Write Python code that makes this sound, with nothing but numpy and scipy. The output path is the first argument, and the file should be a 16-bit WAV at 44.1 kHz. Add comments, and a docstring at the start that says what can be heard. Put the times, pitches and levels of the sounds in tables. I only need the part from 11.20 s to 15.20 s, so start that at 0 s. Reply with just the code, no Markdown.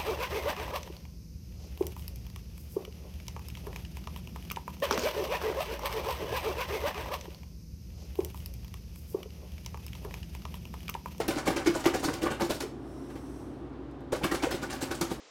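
"""Shaking meat in marinade

A small kitchen, one microphone close to the counter. A lidded plastic box is shaken by hand, about five
strokes a second, turned over in a pause, and shaken again. At each end of a stroke the liquid slaps a
wall in gurgles, gulps, pops and spray, and the meat knocks against the plastic, ringing the hollow box.
Behind it, the room hums and hisses faintly."""
import sys
import numpy as np
from scipy import signal
from scipy.fft import rfft, irfft
from scipy.io import wavfile
from scipy.ndimage import map_coordinates

SR = 44100
rng = np.random.default_rng(int(sys.argv[2]) if len(sys.argv) > 2 else 0)


def master(y):
    """Save y as 16-bit WAV."""
    cut = np.clip(np.atleast_2d(y).T, -1, 1)
    pcm = np.round(cut * 32767)  # scale
    wavfile.write(sys.argv[1], SR, pcm.astype(np.int16))


N = 176400

# room tone: (frequency [Hz], relative level [dB])
AIR_SPECTRUM = [(37, -40), (54, -12.5), (72, -10.5), (95, -8), (170, -16.5), (210, -11.5), (275, -4.5),
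                (360, -6), (460, -16.5), (1160, -25.5), (2200, -38.5), (3500, -41.5), (7000, -56),
                (16000, -72.5)]
# appliance hum: (frequency [Hz], level [dB])
HUM_TONES = [(59.3, -51), (134.5, -53.5), (269, -51.5)]
# faint hiss while the box is turned: (time [s], level [dB])
HISS_LEVELS = [(1.4, -90), (1.7, -66.5), (1.95, -64.5), (2.2, -63.5), (2.4, -77), (2.7, -102)]
# colour of that hiss: (frequency [Hz], relative level [dB])
HISS_SPECTRUM = [(2500, -11.5), (4700, -5.5), (5500, 3.5), (6900, -7.5), (8400, -1), (12400, -9),
                 (16000, -16.5)]
# comb made by its bounce off the turning box: (time [s], peak spacing [Hz])
HISS_COMB = [(1.68, 1742), (2.15, 2070)]
# kitchen reverberation: (frequency [Hz], t60 [s])
KITCHEN_DECAY = [(150, 0.29), (500, 0.31), (2000, 0.29), (6000, 0.307), (15000, 0.22)]
# resonances of box and lid: (frequency [Hz], t60 [s], gain [dB])
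BOX_MODES = [(340.37, 0.19, 5.5), (558, 0.13, -3), (769, 0.07, 6), (1117.4, 0.099, -2.5),
             (1473.5, 0.054, 1), (2282, 0.055, -2.5), (2850, 0.19, -11)]
# wet fingers on the lid: (time [s], relative level [dB])
FINGER_TICKS = [(2.712, -63), (2.806, -61)]
# meat shifting during the turn: (time [s], relative level [dB])
MEAT_SHIFTS = [(1.898, -44.5), (1.955, -43)]
# meat hitting a wall, relative levels: (time [s], pitch [Hz], knock [dB], thud [dB])
MEAT_KNOCKS = [(0, 466, -26, -39.5), (0.087, 320, -20, -41), (0.164, 293, -26, -36.5),
               (0.279, 307, -17, -31), (0.311, 335, -27, -42), (0.473, 330, -14.5, -35.5),
               (0.4905, 345, -22.5, -30), (0.559, 341, -25.5, -41.5), (0.659, 359.6, -16, -28.5),
               (0.854, 306, -25, -39), (1.035, 356, -25.5, -30.5), (1.06, 312, -22.5, -34),
               (1.221, 348, -23, -27), (1.244, 334, -26, -47.5), (3.049, 336, -23.5, -30.5),
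               (3.118, 336.5, -22.5, -32), (3.234, 308, -21.5, -44), (3.627, 285, -30, -35),
               (3.815, 312, -24, -26.5), (3.913, 340, -27.5, -29.5)]
# sauce on bare plastic: (time [s], band centre [Hz], relative level [dB])
SAUCE_SPLATS = [(0.080, 11440, -31), (0.275, 8000, -41), (0.367, 5970, -40), (0.447, 4000, -43),
                (0.659, 2560, -29), (0.938, 5000, -38), (1.404, 4940, -33)]
# air pockets closing, deep gulps to small pops: (time [s], pitch [Hz], relative level [dB])
AIR_POCKETS = [(0.274, 2194, -23), (0.297, 792, -27), (0.470, 2175, -22), (0.471, 1395, -24),
               (0.654, 610, -26.5), (0.674, 1140, -24), (1.197, 1236, -30), (1.303, 423, -22.5),
               (1.307, 555, -20.5), (1.436, 406, -21.5), (2.927, 458, -22), (2.930, 576.5, -20.5),
               (3.013, 804, -29), (3.042, 1073, -18), (3.048, 1644, -20), (3.113, 1840, -21),
               (3.201, 2230, -32), (3.269, 488, -17), (3.813, 4450, -23)]
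# colour of the liquid in the box: (frequency [Hz], relative level [dB])
LIQUID_SPECTRUM = [(110, -10), (200, -13), (300, -7), (540, -9.5), (700, -20.5), (900, -16.5), (1400, -20),
                   (2200, -24), (2600, -25.5), (4500, -24.5), (8000, -29), (12000, -34), (16000, -38)]
# three sizes of grain in a slosh:
# (lowest [Hz], highest [Hz], rate [1/s], ring [cycles], level spread [dB], slosh fade [s], gain [dB])
GURGLE_GRAINS = (121.5, 577, 900, 3, 0, 0.01, 0.5)
BUBBLE_GRAINS = (604, 3025, 2600, 5.2, 3.65, 0.015, 0.76)
SPRAY_GRAINS = (2898, 17300, 8000, 3.29, 2.7, 0.013, 1.8)
# liquid hitting a wall, relative levels: (time [s], rise [s], gurgle [dB], bubbles [dB], spray [dB])
WALL_SLOSHES = [(0, 0.003, -33, -35.5, -41.5), (0.078, 0.0072, -34, -33, -35.5),
                (0.098, 0.0081, -28, -34.5, -45), (0.149, 0.038, -47, -36.5, -43.5),
                (0.253, 0.028, -32.5, -31, -37), (0.299, 0.0078, -31, -36, -44),
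                (0.357, 0.0119, -33.5, -37.5, -39), (0.391, 0.013, -42, -39.5, -58.5),
                (0.456, 0.01704, -28, -31, -35), (0.534, 0.028, -42, -37.5, -41),
                (0.591, 0.0151, -46, -41.5, -46), (0.638, 0.0054, -34.5, -36.5, -44),
                (0.652, 0.01, -28, -25, -35), (0.733, 0.0163, -31, -32.5, -37.5),
                (0.79, 0.0077, -48, -58.5, -45.5), (0.825, 0.0225, -28.5, -33.5, -35),
                (0.875, 0.011, -29, -36.5, -44.5), (0.929, 0.012, -39, -41, -41),
                (1.012, 0.022, -29.5, -35.5, -39.5), (1.055, 0.006, -34, -32.5, -45.5),
                (1.102, 0.0118, -32.5, -36.5, -42), (1.195, 0.027, -33.5, -31, -38.5),
                (1.243, 0.0085, -42, -58.5, -45.5), (1.292, 0.0151, -31.5, -35.5, -35.5),
                (1.341, 0.0045, -42.5, -62, -44), (1.4, 0.00835, -53, -37, -40),
                (2.919, 0.01, -31.5, -35, -40.5), (2.956, 0.0039, -53, -42, -46.5),
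                (3.013, 0.023, -39.5, -40, -54), (3.031, 0.014, -31.5, -31.5, -37),
                (3.11, 0.0079, -37, -34, -37), (3.139, 0.0113, -38, -38, -40),
                (3.219, 0.018, -35, -31, -37), (3.304, 0.012, -36, -33.5, -37.5),
                (3.338, 0.0071, -34, -42, -43.5), (3.413, 0.021, -35, -39.5, -43.5),
                (3.498, 0.0072, -49, -38.5, -43), (3.522, 0.015, -42, -40, -42),
                (3.606, 0.0221, -42.5, -36.5, -37.5), (3.706, 0.0094, -36, -36.5, -40.5),
                (3.744, 0.0076, -55, -63, -42.5), (3.809, 0.0058, -32.5, -35, -34),
                (3.895, 0.024, -40.5, -40.5, -42.5)]
# the sauce keeps bubbling between strokes: (start [s], end [s])
CHURN_SPANS = [(0, 1.38), (3.03, 3.93)]


def amp(db):
    """Decibels to gain."""
    return 10 ** (np.asarray(db) / 20)


def unit_rms(x):
    """Scales to rms 1."""
    return x / np.sqrt(np.mean(x ** 2) + 1e-20)


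def value_at(points, hz):
    """Reads a table on a log-frequency axis."""
    table_hz, value = np.transpose(points)
    return np.interp(np.log(hz + 1), np.log(table_hz + 1), value)


def coloured(x, spectrum):
    """Filters x by a spectrum and scales it to rms 1."""
    gain = amp(value_at(spectrum, np.fft.rfftfreq(N, 1 / SR)))
    return unit_rms(irfft(rfft(x) * gain, N))


def add(mix, start_s, sound):
    """Mixes a sound in at its start time."""
    part = mix[max(0, round(start_s * SR)):][:len(sound)]
    part += sound[:len(part)]


def room_tone(air_db=-43):
    """The bed behind the box: fan-like air and the steady hum of an appliance."""
    t = np.arange(N) / SR
    hum = sum(amp(db) * np.sqrt(2) * np.sin(2 * np.pi * (hz * t + rng.random())) for hz, db in HUM_TONES)
    return amp(air_db) * coloured(rng.standard_normal(N), AIR_SPECTRUM) + hum


def passing_hiss(bounce_gain=0.25):
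    """A faint hiss reaches the microphone directly and off the turning box, so its peaks slide."""
    t = np.arange(N) / SR
    direct = coloured(rng.standard_normal(N), HISS_SPECTRUM)
    delay_samples = SR / np.interp(t, *np.transpose(HISS_COMB))
    bounce = map_coordinates(direct, [np.arange(N) - delay_samples])
    level = amp(np.interp(t, *np.transpose(HISS_LEVELS)))
    return level * unit_rms(direct + bounce_gain * bounce)


def reflections(count=10, near_s=0.011, near_db=-7, tail_db=-6.5, low_cut_hz=415):
    """From one position: close echoes off counter and cupboards, then a short tail."""
    length = SR // 2
    build_up = np.minimum(np.arange(length) / SR / near_s, 1)
    taps = rng.standard_normal(length) * (rng.random(length) < .15) * build_up
    hz, t, spectra = signal.stft(taps, SR, nperseg=256)
    decay = amp(-60 * t / value_at(KITCHEN_DECAY, hz)[:, None])
    tail = signal.istft(spectra * decay, SR, nperseg=256)[1]
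    near = np.zeros(len(tail))
    signs = rng.choice([-1, 1], count)
    arrivals = (rng.uniform(.1, 1, count) * near_s * SR).astype(int)
    near[arrivals] = signs / np.sqrt(count)
    echoes = amp(tail_db) * tail / np.linalg.norm(tail) + amp(near_db) * near
    return signal.lfilter(*signal.butter(2, low_cut_hz, "high", fs=SR), echoes)


def kitchen_echoes(x, positions=9, move_s=0.09):
    """The moving box passes from one set of reflections to the next."""
    out, position = np.zeros(N), np.arange(N) / SR / move_s
    for k in range(positions):
        crossfade = np.sin(np.pi / 2 * np.minimum((position - k) % positions, 2))
        out += signal.fftconvolve(x * crossfade, reflections())[:N]
    return out


def box_ring(x):
    """The hollow box and its lid ring after everything that strikes them."""
    out = np.zeros(N)
    for hz, t60, db in BOX_MODES:
        radius = np.exp(-np.log(1000) / t60 / SR)
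        pole = radius * np.exp(2j * np.pi * hz / SR)
        out += 2 * amp(db) * signal.lfilter([1 - radius], [1, -pole], x).real
    return out


def bubble_stream(low_hz, high_hz, per_s, cycles, spread_db, sizes=36, flurry_s=0.012):
    """Tiny bubbles, each a short dying tone that rises a little; like sizes come in flurries."""
    out, flurry_index = np.zeros(N), np.arange(N) / SR / flurry_s
    for group_hz in np.geomspace(low_hz, high_hz, sizes).reshape(-1, 6):
        flurry = amp(3 * np.interp(flurry_index, np.arange(N), rng.uniform(-1.77, 1.8, N)))
        for hz in group_hz:
            periods = np.arange(int(2 * cycles * SR / hz) + 2) * hz / SR
            envelope = (1 - np.exp(-4 * periods)) * np.exp(-3 * periods / cycles)
            ring = envelope * np.sin(2 * np.pi * periods * (1 + 0.027 * periods / cycles))
            level_db = spread_db * np.minimum(rng.exponential(1, N), 4)
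            strength = flurry * amp(level_db) * rng.choice([-1, 1], N)
            onsets = rng.random(N) < per_s / sizes / SR
            out += hz * signal.oaconvolve(strength * onsets, ring)[:N]
    return coloured(out, LIQUID_SPECTRUM)


def finger_ticks(decay_s=0.006):
    """Wet fingers make tiny sticky ticks as the grip changes."""
    level, t = np.zeros(N), np.arange(SR // 10) / SR
    for start, db in FINGER_TICKS:
        add(level, start, amp(db) * np.exp(-t / decay_s))
    return level * bubble_stream(*SPRAY_GRAINS[:5])


def meat_shifts(decay_s=0.012, band_hz=(140, 414)):
    """The meat slides and settles dully as the box is turned over."""
    level, age = np.zeros(N), np.arange(SR // 5) / SR / decay_s
    for start, db in MEAT_SHIFTS:
        add(level, start, amp(db) * np.sqrt(2 * age) * np.exp(.5 - age))
    rub = signal.lfilter(*signal.butter(1, band_hz, "band", fs=SR), rng.standard_normal(N))
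    return level * unit_rms(rub)


def meat_knocks(knock_s=0.0027, glide=0.17, thud_hz=178.1, thud_s=0.00487):
    """Soft blows on the wall: a few hollow cycles, falling in pitch, over a low thud."""
    out, t = np.zeros(N), np.arange(SR // 10) / SR
    knock_age, thud_age = t / knock_s, t / thud_s
    for start, hz, knock_db, thud_db in MEAT_KNOCKS:
        pitch_hz = hz * (1 + glide * (np.exp(-knock_age / 2) - .5))
        phase = 2 * np.pi * np.cumsum(pitch_hz) / SR
        knock = amp(knock_db) * knock_age ** 2 / 4 * np.exp(2 - knock_age) * np.sin(phase)
        thud = amp(thud_db) * thud_age * np.exp(1 - thud_age) * np.sin(2 * np.pi * thud_hz * t)
        add(out, start - knock_s / 2, knock + thud)
    return out


def splats(rise_s=0.0017, half_width_octaves=0.63):
    """A sheet of sauce bursts on the wall: a sudden, bright crack."""
    out, t = np.zeros(N), np.arange(SR // 10) / SR
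    hz = np.fft.rfftfreq(len(t), 1 / SR) + 1
    envelope = t / rise_s * np.exp(1 - t / rise_s)
    for start, centre_hz, db in SAUCE_SPLATS:
        band = 1 / (1 + (np.log2(hz / centre_hz) / half_width_octaves) ** 2)
        burst = unit_rms(irfft(rfft(rng.standard_normal(len(t))) * band, len(t)))
        add(out, start, amp(db) * envelope * burst)
    return out


def air_pockets(rise_s=0.0013, climb_per_s=4.8):
    """Each trapped pocket of air rings briefly, climbing in pitch; deeper ones ring longer."""
    out, t = np.zeros(N), np.arange(SR // 10) / SR
    for start, hz, db in AIR_POCKETS:
        decay_s = 0.0058 * np.sqrt(1010 / hz)
        envelope = (1 - np.exp(-t / rise_s)) * np.exp(-t / decay_s)
        phase = 2 * np.pi * np.cumsum(hz * (1 + climb_per_s * t)) / SR
        add(out, start, amp(db) * envelope * np.sin(phase))
    return out


def sloshes(trickle_db=-9, trickle_s=0.044):
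    """Liquid slaps a wall, dies quickly and trickles back, in three sizes of grain over a steady churn."""
    out, t = np.zeros(N), np.arange(SR // 3) / SR
    for k, (*grain, fade_s, gain_db) in enumerate([GURGLE_GRAINS, BUBBLE_GRAINS, SPRAY_GRAINS]):
        power = np.zeros(N)
        for start, rise_s, *levels_db in WALL_SLOSHES:
            swell = np.minimum(t / rise_s, 1) ** 0.85
            since_peak = np.maximum(t - rise_s, 0)
            fall = np.exp(-since_peak / fade_s) + amp(trickle_db) * np.exp(-since_peak / trickle_s)
            add(power, start, (amp(levels_db[k] + gain_db) * swell * fall) ** 2)
        out += np.sqrt(power) * bubble_stream(*grain)
    now = np.arange(N) / SR
    shaking = sum(np.clip(np.minimum(now - start, end - now) / trickle_s, 0, 1)
                  for start, end in CHURN_SPANS)
    churn = amp(-51) * shaking * bubble_stream(*BUBBLE_GRAINS[:5])
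    return out + churn


def scene():
    """The shaken box up close, the kitchen behind it, in mono."""
    contents = sloshes() + air_pockets() + splats() + meat_knocks() + meat_shifts() + finger_ticks()
    shaken_box = contents + box_ring(contents) + kitchen_echoes(contents)
    return (amp(-2.5) * shaken_box + room_tone() + passing_hiss())[None]


def record(dry):
    """The recorder cuts off steeply near 16 kHz."""
    low_pass = signal.firwin(511, 15950, window=("kaiser", 9), fs=SR)
    return signal.oaconvolve(dry, low_pass[None], "same")


dry = scene()
out = record(dry)
master(out)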